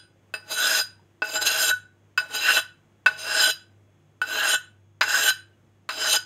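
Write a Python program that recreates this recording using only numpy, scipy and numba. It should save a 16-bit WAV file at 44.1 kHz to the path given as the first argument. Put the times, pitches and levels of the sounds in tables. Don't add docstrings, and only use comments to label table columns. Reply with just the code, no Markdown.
import sys
import numpy as np
from scipy import signal
from scipy.fft import rfft, irfft, next_fast_len
from scipy.io import wavfile
from scipy.ndimage import uniform_filter1d, map_coordinates
from numba import njit

SR = 44100
rng = np.random.default_rng(int(sys.argv[2]) if len(sys.argv) > 2 else 0)


def unload_wav(signal):
    wavfile.write(
        sys.argv[1],
        SR,
        np.round(np.clip(np.atleast_2d(signal).T, -1, 1) * 32767).astype(np.int16),
    )


N = 275694
LEAD = SR // 4
M = N + LEAD

# f/Hz, relative level/dB
AIR_SPECTRUM = [(20, -21.5), (45, -12), (65, -7.5), (130, -0.5), (300, -6), (420, -8.5), (1000, -16.5),
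                (3000, -23.5), (4500, -34), (7000, -30), (10000, -39.5), (16000, -40.5)]
# f/Hz, drift/Hz, waver/dB, level/dB
HUM_TONES = [(99.5, 1.5, 3, -63), (150, 2, 4, -74), (342, 2, 4, -72), (3365, 1.2, 2, -87),
             (6400, 1.2, 2, -90), (6600, 1.2, 2, -92)]
# free f/Hz, rise at full load/Hz, level within family/dB, free T60/s, loaded T60/s
BLADE_MODES = [(1483, 25, 0, .17, .045), (1512, 125, -1, .13, .04), (2620, 140, -6, .08, .02),
               (3900, 60, -10, .13, .025), (3985, 100, -8, .11, .022), (4918, 150, 0, .235, .022),
               (1780, 60, -13, .08, .02), (2960, 110, -9, .08, .02), (3140, 60, -12, .08, .025),
               (3390, 60, -15, .06, .02), (5540, 30, -20, .08, .03), (6250, 60, -15, .05, .012),
               (6520, 50, -12, .07, .016), (6750, 40, -16, .07, .025), (7320, 70, -9, .08, .013),
               (8960, 70, -10, .17, .03), (9740, 30, -26, .1, .05), (11200, 40, -26, .08, .025),
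               (12630, 40, -20, .1, .03), (12850, 90, -18, .03, .008), (13790, 100, -17, .14, .02)]
FAMILY_EDGES = [2200, 2800, 3600, 4500, 5400]
# f/Hz, T60/s
ROOM_DECAY = [(300, 0.12), (1500, 0.35), (6000, .25), (11000, 0.25), (15000, .13)]
# t/s, level/dB, f/Hz
TICKS = [(.159, -68, 550), (.995, -62, 930), (3.887, -67.5, 620), (5.534, -73, 2900)]
# t/s, level/dB, then relative to it treble/dB, thud/dB, 5 kHz mode/dB, clack/dB
LANDINGS = [(0.339, -15, -24, -15, -28, -7.5), (1.22, -12.5, -36, -10.5, -25.5, -8.5),
            (2.176, -13, -20.5, -16.5, -14.5, 1), (3.061, -5, -28, -17.5, -25, -3),
            (4.216, -13, -26.5, -14, -34, -11), (5.01, -12.5, -18.5, -4, -17, 10.5),
            (5.89, -22.5, -16.5, -4.5, -30, 9)]
# f/Hz, bandwidth/Hz, level/dB
STONE_MODES = [(281.5, 88, 2.5), (359, 66, -5), (429, 10, 10.5), (635.8, 20, 14), (841.3, 11, 17),
               (980, 1300, 1), (1230, 22, -17.5)]
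# f/Hz, bandwidth/Hz, level/dB
CLACK_MODES = [(1030, 380, -7), (1550, 450, 0), (2620, 450, -6), (3900, 600, -7)]
# t/s, low level/dB, upper level/dB
OPENING_CONTOUR = [(-.2, -26, -36), (-.07, -32.5, -26)]
# t/s, low level/dB, upper level/dB
CONTOURS = [
    [(0.36, -44.5, -60), (0.432, -55.5, -66), (0.518, -40, -26.5), (0.56, -33.5, -28.5),
     (0.582, -26, -24.5), (0.598, -30, -26), (0.638, -32, -25), (0.796, -25.5, -22.5), (0.815, -28.5, -31)],
    [(1.24, -35, -37.5), (1.278, -41, -36), (1.328, -41, -30.5), (1.368, -24.5, -25.5), (1.396, -33, -42),
     (1.424, -28.5, -19.5), (1.442, -35.5, -33), (1.468, -26, -14), (1.5, -27, -26.5), (1.52, -32.5, -23.5),
     (1.544, -30.5, -27), (1.634, -30, -21.5), (1.658, -32, -24), (1.698, -29, -20.5), (1.715, -21, -33)],
    [(2.2, -31.5, -36), (2.22, -37.5, -41.5), (2.276, -47.5, -52.5), (2.35, -30.5, -24.5),
     (2.392, -36, -28.5), (2.506, -22.5, -23), (2.55, -40.5, -21), (2.578, -17.5, -21.5), (2.6, -31, -26)],
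    [(3.085, -32.5, -35), (3.101, -44, -42), (3.165, -46.5, -46), (3.193, -47, -31.5),
     (3.255, -33.5, -33.5), (3.429, -26, -18), (3.457, -25.5, -19), (3.485, -24, -23.5), (3.51, -30, -21)],
    [(4.235, -31.5, -42), (4.251, -39.5, -43), (4.281, -37.5, -34), (4.403, -30, -25.5),
     (4.417, -28, -30.5), (4.431, -23.5, -26.5), (4.507, -28.5, -21), (4.543, -21, -23),
     (4.56, -27.5, -28.5)],
    [(5.03, -25.5, -28), (5.046, -31, -33), (5.072, -33, -34.5), (5.096, -30, -26.5), (5.14, -26.5, -26.5),
     (5.252, -28.5, -23), (5.268, -20, -22), (5.292, -22.5, -20), (5.31, -25, -28)],
    [(5.905, -36, -33.5), (5.963, -46.5, -36), (6.019, -26, -26.5), (6.033, -32, -27), (6.055, -21, -27),
     (6.129, -39.5, -17), (6.147, -20.5, -20.5), (6.161, -22.5, -20), (6.175, -31.5, -29)],
]
# landing load/1, full load/1, build/s, hold/s,
# time from end of hold to slip-off/s, 5 kHz boost at slip-off/dB, treble/dB
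STROKES = [(.5, 0.7, .03, .01, 0.086, 3, -5), (0, .95, 0.099, 0.056, 0.087, 15.5, 2.8),
           (.12, .9, .25, .04, .1, -4.5, 1), (.12, 1, .1, .04, .085, 2, 0),
           (.12, 0.9, 0.12, 0.13, .11, -3.5, -0.5), (0.2, 0.85, 0.14, 0.081, 0.08, -2.5, 0.9),
           (0.5, 0.83, .06, .09, .11, 13, 1.8), (0.52, 0.71, 0.066, 0.058, 0.094, 11, 0.8)]
# middling level/dB,
# slope on low level/1, slope on upper level/1, change at full load/dB, drift/(dB/s)
LAYERS = [(-48, -0.14, 1.3, -2.2, 9.5), (-40, 0.23, 0.48, 2.5, -2), (-26.5, 1.04, 0.15, 3.5, 0.9),
          (-38.5, 0.21, 0.87, 4.5, -13), (-31.5, 0.25, 0.9752, -2.55, 19), (-35, 0.04, 1.06, -1, 0.5),
          (-39, 0.14, 0.86, 6, -11), (-33.5, 0.09, 1.18, -0.2, 4.5)]
# f/Hz, relative level/dB
GRIT_SPECTRUM = [(200, -35.5), (700, -109), (2000, -21.5), (3500, 16), (7000, -2.5), (10500, 0.5),
                 (13000, 0), (15500, -5.5)]

AIR_DB, ROOM_DB, TOP_HZ = -63, -15, 15750
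SINGING_MODE, NODE_DB = 5, 3
EASE_S, EASE_LOAD, RIM_LOAD = .07, .15, .4
SLIP_S = .03
MID_LOW_DB, MID_UPPER_DB = -29, -28


def amp(db):
    return 10 ** (np.asarray(db) / 20)


def unit(x):
    return x / np.sqrt(np.mean(x ** 2) + 1e-20)


def along(points, hz):
    f, value = np.transpose(points)
    return np.interp(np.log(hz + 1), np.log(f + 1), value)


def at(s):
    return int(round(s * SR)) + LEAD


def wobble(rate):
    knots = rng.standard_normal(int(M * rate / SR) + 4)
    coarse = map_coordinates(knots, [np.arange(0, M, 16) * rate / SR])
    return np.repeat(coarse, 16)[:M]


def filtered(x, response):
    size = next_fast_len(x.shape[-1] + SR // 2)
    return irfft(rfft(x, size) * response(np.fft.rfftfreq(size, 1 / SR)), size)[..., :x.shape[-1]]


def resonate(x, modes):
    return filtered(x, lambda f: sum((-1) ** k * amp(db) * 1j * f * width / (hz**2 - f**2 + 1j * f * width)
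                                     for k, (hz, width, db) in enumerate(modes)))


def background():
    air = unit(filtered(rng.standard_normal(M), lambda f: amp(along(AIR_SPECTRUM, f))))
    out = air * amp(AIR_DB + .56 * wobble(.17) + .79 * wobble(6))
    for hz, drift_hz, waver_db, db in HUM_TONES:
        rms = uniform_filter1d(amp(db + waver_db * wobble(6.5)), size=32)
        phase = 2 * np.pi * np.cumsum(hz + drift_hz * wobble(29)) / SR
        out += rms * np.sqrt(2) * np.sin(phase)
    return out


@njit
def ring(rub, blows, load, omega, rise, gain, free_loss, loaded_loss):
    out = np.zeros(len(load))
    for k in range(len(omega)):
        z = 0j
        for i in range(len(load)):
            if i % 16 == 0:
                loss = free_loss[k] + (loaded_loss[k] - free_loss[k]) * load[i]
                pole = np.exp(-loss + 1j * (omega[k] + rise[k] * load[i]))
                feed = 2 * np.sqrt(loss)
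            z = z * pole + feed * rub[k, i] + blows[k, i]
            out[i] += gain[k] * z.imag
    return out


def blade(rub, blows, load, family):
    hz, rise_hz, db, free_t60, loaded_t60 = np.transpose(BLADE_MODES)
    gain = amp(db) / np.sqrt(np.bincount(family, amp(db) ** 2))[family]
    decay, turn = np.log(1000) / SR, 2 * np.pi / SR
    seat = np.clip(load * (1 + .15 * wobble(30)), 0, 2)
    return ring(rub, blows, seat, turn * hz, turn * rise_hz, gain, decay / free_t60, decay / loaded_t60)


def radiate(x, corner_hz):
    return filtered(x, lambda f: (1j * f / (corner_hz + 1j * f)) ** 4)


def kitchen(x):
    hz, t, spectrum = signal.stft(rng.standard_normal(SR // 2), SR, nperseg=256)
    tail = signal.istft(spectrum * amp(-60 * t / along(ROOM_DECAY, hz)[:, None]), SR, nperseg=256)[1]
    return signal.fftconvolve(np.pad(x, (200, 0)), tail / np.linalg.norm(tail))[:M]


def ticks():
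    out, t = np.zeros(M), np.arange(SR // 20) / SR
    for s, db, hz in TICKS:
        hiss = uniform_filter1d(rng.standard_normal(len(t)), size=4)
        out[at(s):][:len(t)] += amp(db - 60 * t / .071) * (2.7 * np.sin(2 * np.pi * hz * t) + .3 * hiss)
    return out


def landings(mode_hz):
    blows = np.zeros((len(mode_hz), M))
    thud, crack, clack = np.zeros((3, M))
    t = np.arange(SR // 10) / SR
    treble_share = np.clip(np.log2(mode_hz / 2500) * 2, 0, 1)
    for s, db, treble_db, thud_db, sing_db, clack_db in LANDINGS:
        span = slice(at(s), at(s) + len(t))
        strength = amp(db - .5 + treble_share * (treble_db + 6))
        strength[SINGING_MODE] = amp(db + sing_db + 8.5)
        chatter = amp(-60 * t / .015) * rng.standard_normal(len(t))
        chatter[0] = 9
        chatter /= np.linalg.norm(chatter)
        push = uniform_filter1d(chatter, size=7, mode="constant", origin=3)
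        blows[:, span] += strength[:, None] * np.where(mode_hz[:, None] < FAMILY_EDGES[-2], push, chatter)
        thud[span] += amp(db + thud_db + 26.5) * push
        rattle = (1 - np.exp(-t / .0012)) * rng.standard_normal((2, len(t)))
        crack[span] += amp(db + treble_db - 2 - 60 * t / .026) * rattle[0]
        clack[span] += amp(db + clack_db + 6.5 - 60 * t / .086) * uniform_filter1d(rattle[1], size=4)
    return blows, thud, crack, clack


def whetstone(thud, clack, grit, rumble_gain):
    knock = resonate(thud, STONE_MODES) + resonate(clack, CLACK_MODES)
    return knock + rumble_gain * unit(resonate(grit, STONE_MODES))


def hand():
    out, t = np.zeros((len(LAYERS) + 1, M)), (np.arange(M) - LEAD) / SR
    base_db, per_low, per_upper, load_db, drift = np.transpose(LAYERS)[:, :, None]
    for contour, stroke in zip([OPENING_CONTOUR, *CONTOURS], STROKES):
        first, full, build_s, hold_s, release_s, slip_db, treble_db = stroke
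        s, low, upper = np.transpose(contour)
        span = slice(max(at(s[0] - .03), 0), at(s[-1] + .03))
        left_s = s[-1] - t[span]
        low_db = np.interp(t[span], s, low) - MID_LOW_DB
        upper_db = np.interp(t[span], s, upper) - MID_UPPER_DB
        touch = np.clip(np.minimum((t[span] - s[0]) / .01 + 1, left_s / .008 + 1), 0, 1)
        turns_s = [-release_s - hold_s - build_s, -release_s - hold_s, -release_s, EASE_S - release_s, 0]
        load = np.interp(-left_s, turns_s, [first, full, full, EASE_LOAD, RIM_LOAD])
        db = base_db + per_low * low_db + per_upper * upper_db + load_db * load - drift * left_s
        db[[0, -1]] += treble_db
        db[-2] += slip_db * np.clip(1 - left_s / SLIP_S, 0, 1)
        out[:, span] = [*touch ** 2 * amp(db), touch * load]
    return out


def grit_contacts():
    size = amp(1.4 * rng.standard_normal(M)) * (rng.random(M) < .45)
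    return unit(size * rng.standard_normal(M) * amp(2.2 * wobble(35) + 2.2 * wobble(160)))


def friction(grit, mode_gains):
    coupling = amp(NODE_DB * np.array([wobble(8) for _ in mode_gains]))
    return mode_gains * coupling * (.5 * grit + 1.007 * rng.standard_normal(mode_gains.shape))


def grit_hiss(grit, depth_db):
    spectrum = signal.stft(grit, nperseg=256)[2]
    patches = uniform_filter1d(rng.standard_normal(spectrum.shape), size=4, axis=0)
    patches = uniform_filter1d(patches, size=10, axis=1)
    flicker = signal.istft(spectrum * amp(depth_db * unit(patches)), nperseg=256)[1][:M]
    return unit(filtered(flicker, lambda f: amp(along(GRIT_SPECTRUM, f))))


def scene():
    mode_hz = np.transpose(BLADE_MODES)[0]
    family = np.searchsorted(FAMILY_EDGES, mode_hz)
    hiss_gain, rumble_gain, *family_gains, load = hand()
    grit = grit_contacts()
    rub = friction(grit, np.array(family_gains)[family])
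    blows, thud, crack, clack = landings(mode_hz)
    steel = amp(-2.5) * blade(rub, blows, load, family)
    edge = amp(7.5) * hiss_gain * grit_hiss(grit, depth_db=5) + resonate(crack, [(5000, 4500, 1.5)])
    stone = whetstone(thud, clack, grit, rumble_gain)
    direct = radiate(steel, corner_hz=583) + radiate(edge + stone, corner_hz=99) + ticks()
    return (direct + amp(ROOM_DB) * kitchen(direct) + background())[None, LEAD:]


def record(dry):
    return filtered(dry, lambda hz: np.clip((TOP_HZ - hz) / 150 + .5, 0, 1) ** 2)


dry = scene()
out = record(dry)
unload_wav(out)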